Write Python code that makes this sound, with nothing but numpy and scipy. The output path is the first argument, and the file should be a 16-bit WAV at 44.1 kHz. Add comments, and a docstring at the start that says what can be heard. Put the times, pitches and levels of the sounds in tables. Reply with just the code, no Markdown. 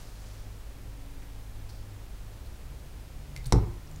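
"""In a quiet kitchen, a heaped teaspoon of powder is tipped into a plastic jug of liquid.
Grains rub on the spoon, the spoon ticks, and the heap slides off and lands in one lump:
a sharp slap with a spray of grains, then a low plop that rings in the liquid, jug and worktop.
A few tiny bubbles burst. Under it all lie hiss, an appliance hum, a faint tone and a distant engine."""
import sys
import numpy as np
from scipy import signal
from scipy.fft import rfft, irfft
from scipy.io import wavfile

SR = 44100
rng = np.random.default_rng(int(sys.argv[2]) if len(sys.argv) > 2 else 0)


def materialize(psi):
    """Save the field psi as 16-bit PCM at rate SR to the path in sys.argv[1].

    A 1-D psi becomes a single channel; in a 2-D psi each row is a channel.
    """
    bounded = np.clip(np.atleast_2d(psi).T, -1, 1)
    quanta = np.round(bounded * 32767).astype(np.int16)
    wavfile.write(sys.argv[1], SR, quanta)


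N = 176400
T = np.arange(N) / SR

# A fade_s is the time to die away by 60 dB. A spectrum's levels only set the balance of low and high.
# how long the kitchen echoes: pitch_hz, fade_s
ROOM_FADES = [(100, .45), (400, 0.27), (1000, 0.73), (2500, 0.43), (6000, 0.28), (10000, 0.14),
              (16000, 0.073)]
# steady rumble and hiss: pitch_hz, level_db
HISS_SPECTRUM = [(8.8, -31), (15, 5.5), (32, -2), (52, -7.5), (118, -17), (153, -17), (266, -22),
                 (316, -24), (534, -25.5), (1100, -31.5), (12600, -43.5), (15500, -44.5)]
# the appliance's two notes: pitch_hz, level_db
HUM_NOTES = [(48.6, -46.5), (102, -50)]
# swelling of the upper note: time_s, gain_db
HUM_SWELL = [(0, -2.5), (.55, 2), (.66, -9), (.88, 1.5), (1.1, -7.5), (1.6, 1), (1.8, 3), (2.03, 5.5),
             (2.14, -12), (2.25, 3), (2.7, -9), (3.15, -1.5), (4, -2.5)]
# swelling of the faint tone: time_s, level_db
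TONE_LEVELS = [(0, -72), (.65, -71.5), (1.05, -58), (1.35, -64), (1.6, -77), (4, -65)]
# the engine speeding up: time_s, firing_hz, level_db
ENGINE_RUN = [(0, 58.15, -56), (1.2, 60.05, -55), (1.6, 61, -55), (2.15, 61.28, -59), (2.45, 64.18, -45.5),
              (2.7, 67, -52.5), (3.3, 71.5, -51), (4, 75.85, -47)]
# the engine's notes: multiple_of_firing_rate, gain_db
ENGINE_NOTES = [(1, 0.5), (2, -5)]
# bursting bubbles: start_s, level_db, pitch_hz
BUBBLES = [(3.874, -48, 5400), (3.9142, -47, 7100), (3.961, -42.5, 6900), (3.989, -52, 4850)]
# scooping in the tub: time_s, level_db
SCOOP_LEVELS = [(0, -55.5), (.13, -63), (.25, -58.5), (.42, -63.5), (.6, -84), (.8, -100)]
# rustle of the scooping: pitch_hz, level_db
SCOOP_SPECTRUM = [(1000, -8), (3000, -14), (4800, -7), (7000, -11), (10000, -16.5), (15000, -24)]
# powder rubbing on the spoon: start_s, length_s, level_db, strongest_hz
RUBS = [(1.218, .03, -59.5, 2200), (1.689, .03, -54.5, 4860), (1.717, 0.13, -64, 4760),
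        (2.458, .022, -58.5, 4200), (3.443, 0.0037, -47, 3850), (3.455, 0.014, -45, 4100),
        (3.46, 0.0042, -42.5, 5800), (3.466, 0.0073, -45.5, 8800)]
# ticks of the spoon: start_s, gain_db
SPOON_TICKS = [(3.3633, -3), (3.3750, -11.5)]
# the spoon's ring: pitch_hz, level_db, fade_s
SPOON_NOTES = [(2095, -31.5, 0.027), (2270, -41, 0.018), (4043, -43, 0.022), (4500, -41, 0.019),
               (5300, -47, .02), (9173, -49, .02)]
# crack of a tick or a bubble: pitch_hz, level_db
CRACK_SPECTRUM = [(800, -30), (1600, -10), (2100, 4), (2900, -13), (4200, 4), (7000, -2), (12500, -10),
                  (16000, -16)]
# the hand jogs and tips the spoon: start_s, gain_db
HAND_BUMPS = [(3.372, -8.5), (3.422, -9), (3.462, 1.5)]
# one soft bump: pitch_hz, level_db, fade_s
BUMP_NOTES = [(32, -25, 0.28), (105, -35, 0.079), (120.4, -21.5, 0.14)]
# ring of liquid, jug and worktop: pitch_hz, level_db, fade_s
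PLOP_NOTES = [(31, -25, 0.63), (52.1, -12, 0.4), (103, -18, 0.5), (121.7, -11.5, .26), (181.1, -20.5, 0.28),
              (248, -30, 0.27), (284, -21, 0.21), (340.6, -34, 0.52), (353, -32, 0.54), (421, -30.5, .3),
              (472.5, -30, 0.29), (700, -39, 0.17), (763, -44, 0.3), (874, -39.5, 0.39), (1002, -53, 0.24),
              (1230, -46, .3)]
# liquid churning around the lump: pitch_hz, level_db
CHURN_SPECTRUM = [(40, 6.5), (130, 11), (240, -4), (380, 3), (600, -14), (950, -10), (1300, -16),
                  (1550, -30), (2200, -25), (3000, -48.5)]
# the lump and its crumbs hit the liquid: delay_s, gain_db
SLAPS = [(0.0, 2.5), (0.0013, -13), (0.0042, -6.5), (0.0082, -9), (0.026, -32), (0.044, -27)]
# ring of one slap: pitch_hz, level_db, fade_s
SLAP_NOTES = [(790, -27, 0.014), (1060, -17.5, 0.011), (1960, -28, .009), (4270, -20, 0.0035),
              (5790, -12.5, 0.0034), (7780, -23, 0.0061), (9500, -27, 0.0037)]
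# spray of fine grains: pitch_hz, level_db
SPRAY_SPECTRUM = [(300, 6.5), (1100, -1.5), (1500, -4), (2200, -2), (2900, -22.5), (3800, -10),
                  (4800, -1.5), (5600, -3), (7000, -11.5), (8000, -12.5), (9900, -13), (11000, -27),
                  (15000, -30)]

LAND_S = 3.5238  # the lump meets the liquid


def amp(db):
    """Turns decibels into a number to multiply by."""
    return 10 ** (np.asarray(db) / 20)


def unit(x):
    """Scales a signal to an average power of 1."""
    return x / np.sqrt(np.mean(x ** 2) + 1e-20)


def over_time(points):
    """Joins (time, value) points with straight lines."""
    return np.interp(T, *np.transpose(points))


def at_pitch(points, hz):
    """Looks up a table by pitch, with octaves about evenly spaced."""
    pitches, values = np.transpose(points)
    return np.interp(np.log(hz + 1), np.log(pitches + 1), values)


def add(mix, start_s, sound):
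    """Mixes a sound in from start_s on."""
    part = mix[max(round(start_s * SR), 0):][:len(sound)]
    part += sound[:len(part)]


def colour(x, spectrum):
    """Shapes a sound's lows and highs, at an average power of 1."""
    gains = amp(at_pitch(spectrum, np.fft.rfftfreq(len(x), 1 / SR)))
    return unit(irfft(rfft(x) * gains, len(x)))


def grains(per_s):
    """A dense stream of random clicks."""
    return rng.standard_normal(N) * (rng.random(N) < per_s / SR)


def fade(fade_s):
    """Dies away by 60 dB in fade_s."""
    return np.exp(-np.log(1000) * T / fade_s)


def sine(cycles):
    """A pure tone with an average power of 1."""
    return np.sqrt(2) * np.sin(2 * np.pi * cycles)


def ring(notes, rise_s):
    """A pushed object rings with its own notes, which build over rise_s and fade."""
    ringing = sum(amp(db) * fade(fade_s) * np.sin(2 * np.pi * hz * T) for hz, db, fade_s in notes)
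    return -(1 - np.exp(-T / rise_s)) * ringing


def waver(depth, rate_hz):
    """A gain that wanders slowly and randomly around 1."""
    damping = 1 + (np.fft.rfftfreq(N, 1 / SR) / rate_hz) ** 4
    return 1 + depth * unit(irfft(rfft(rng.standard_normal(N)) / damping, N))


def room(x):
    """The kitchen blurs a sound into an echo whose highs die first."""
    hz, times, noise = signal.stft(rng.standard_normal(SR), SR, nperseg=256)
    decay = np.exp(-np.log(1000) * times / at_pitch(ROOM_FADES, hz)[:, None])
    tail = signal.istft(noise * decay, SR, nperseg=256)[1]
    tail *= np.minimum(T[:len(tail)] / 0.0022, 1)
    return signal.fftconvolve(x, tail / np.linalg.norm(tail))[:N]


def hiss():
    """Steady low rumble and soft hiss."""
    return amp(-44) * colour(rng.standard_normal(N), HISS_SPECTRUM)


def appliance():
    """An appliance hums two wavering notes; the upper one also swells and dips."""
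    return sum(amp(db + swell_db) * waver(depth=0.23, rate_hz=7.8) * sine(hz * T)
               for (hz, db), swell_db in zip(HUM_NOTES, [0, over_time(HUM_SWELL)]))


def faint_tone(pitch_hz=279):
    """A faint tone swells and fades."""
    return amp(over_time(TONE_LEVELS)) * sine(pitch_hz * T)


def engine():
    """A distant engine fires faster and faster, so its drone rises."""
    times, firing_hz, levels_db = np.transpose(ENGINE_RUN)
    firings = np.cumsum(np.interp(T, times, firing_hz)) / SR
    level_db = np.interp(T, times, levels_db)
    return sum(amp(level_db + db) * waver(depth=0.58, rate_hz=3.7) * sine(multiple * firings)
               for multiple, db in ENGINE_NOTES)


def bubbles(glide_per_s=20):
    """Each tiny bubble cracks, rings and rises in pitch."""
    out = np.zeros(N)
    for start_s, db, hz in BUBBLES:
        pip = np.sin(2 * np.pi * hz * T * (1 + glide_per_s * T / 2))
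        crack = amp(-8) * colour(rng.standard_normal(N), CRACK_SPECTRUM)
        add(out, start_s, amp(db) * fade(0.0085) * (pip + crack))
    return out


def powder(peak_octaves=0.18, spread_octaves=1.6):
    """Grains rub on the spoon as it scoops, lifts and tips."""
    out = amp(over_time(SCOOP_LEVELS)) * colour(grains(per_s=6000), SCOOP_SPECTRUM)
    hz = np.geomspace(500, 16000, 60)
    for start_s, length_s, db, strongest_hz in RUBS:
        octaves = np.log2(hz / strongest_hz)
        peak = np.exp(-0.5 * (octaves / peak_octaves) ** 2)
        spread = amp(-10) * np.exp(-0.5 * (octaves / spread_octaves) ** 2)
        spectrum = np.c_[hz, 20 * np.log10(peak + spread + 1e-9)]
        rub = colour(grains(per_s=6000), spectrum)
        swell = np.sin(np.pi * (T[T < length_s] / length_s) ** 0.53)
        add(out, start_s, amp(db) * swell * rub[:len(swell)])
    return out


def spoon():
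    """The spoon ticks, its ring cut short by the fingers; the hand adds soft, low bumps."""
    out = np.zeros(N)
    for start_s, db in SPOON_TICKS:
        crack = amp(-32) * fade(0.011) * colour(rng.standard_normal(N), CRACK_SPECTRUM)
        add(out, start_s, amp(db) * (crack + ring(SPOON_NOTES, rise_s=0.0001)))
    for start_s, db in HAND_BUMPS:
        add(out, start_s, amp(db) * ring(BUMP_NOTES, rise_s=0.013))
    return out


def plop(delay_s=0.00145, rise_s=0.0043):
    """The sinking lump churns the liquid and sets it ringing with the jug and worktop."""
    out = np.zeros(N)
    swell = fade(0.5) * (1 - np.exp(-T / rise_s))
    churn = amp(-24) * swell * colour(grains(per_s=900), CHURN_SPECTRUM)
    add(out, LAND_S + delay_s, ring(PLOP_NOTES, rise_s) + churn)
    return out


def landing():
    """The lump slaps the liquid, sprays grains and plops; the slaps and spray echo."""
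    slaps, spray = np.zeros((2, N))
    slap = ring(SLAP_NOTES, rise_s=0.00018)
    for delay_s, db in SLAPS:
        add(slaps, LAND_S + delay_s, amp(db) * slap)
    add(spray, LAND_S, amp(-21) * fade(0.028) * colour(grains(per_s=7000), SPRAY_SPECTRUM))
    return slaps + spray + plop() + room(amp(-18.5) * slaps + amp(-13) * spray)


def scene():
    """Everything heard from close by, in one channel."""
    handling = spoon()
    small_sounds = powder() + bubbles()
    echo = room(amp(-11) * handling + amp(-8.5) * small_sounds)
    foreground = landing() + handling + small_sounds + echo
    background = hiss() + appliance() + faint_tone() + engine()
    return (foreground + background)[None]


def record(dry):
    """Cuts off the very highest pitches."""
    top_hz = 15850
    treble_cut = signal.firwin(511, top_hz, window=("kaiser", 9), fs=SR)
    return signal.oaconvolve(dry, treble_cut[None], "same")


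dry = scene()
out = record(dry)
materialize(out)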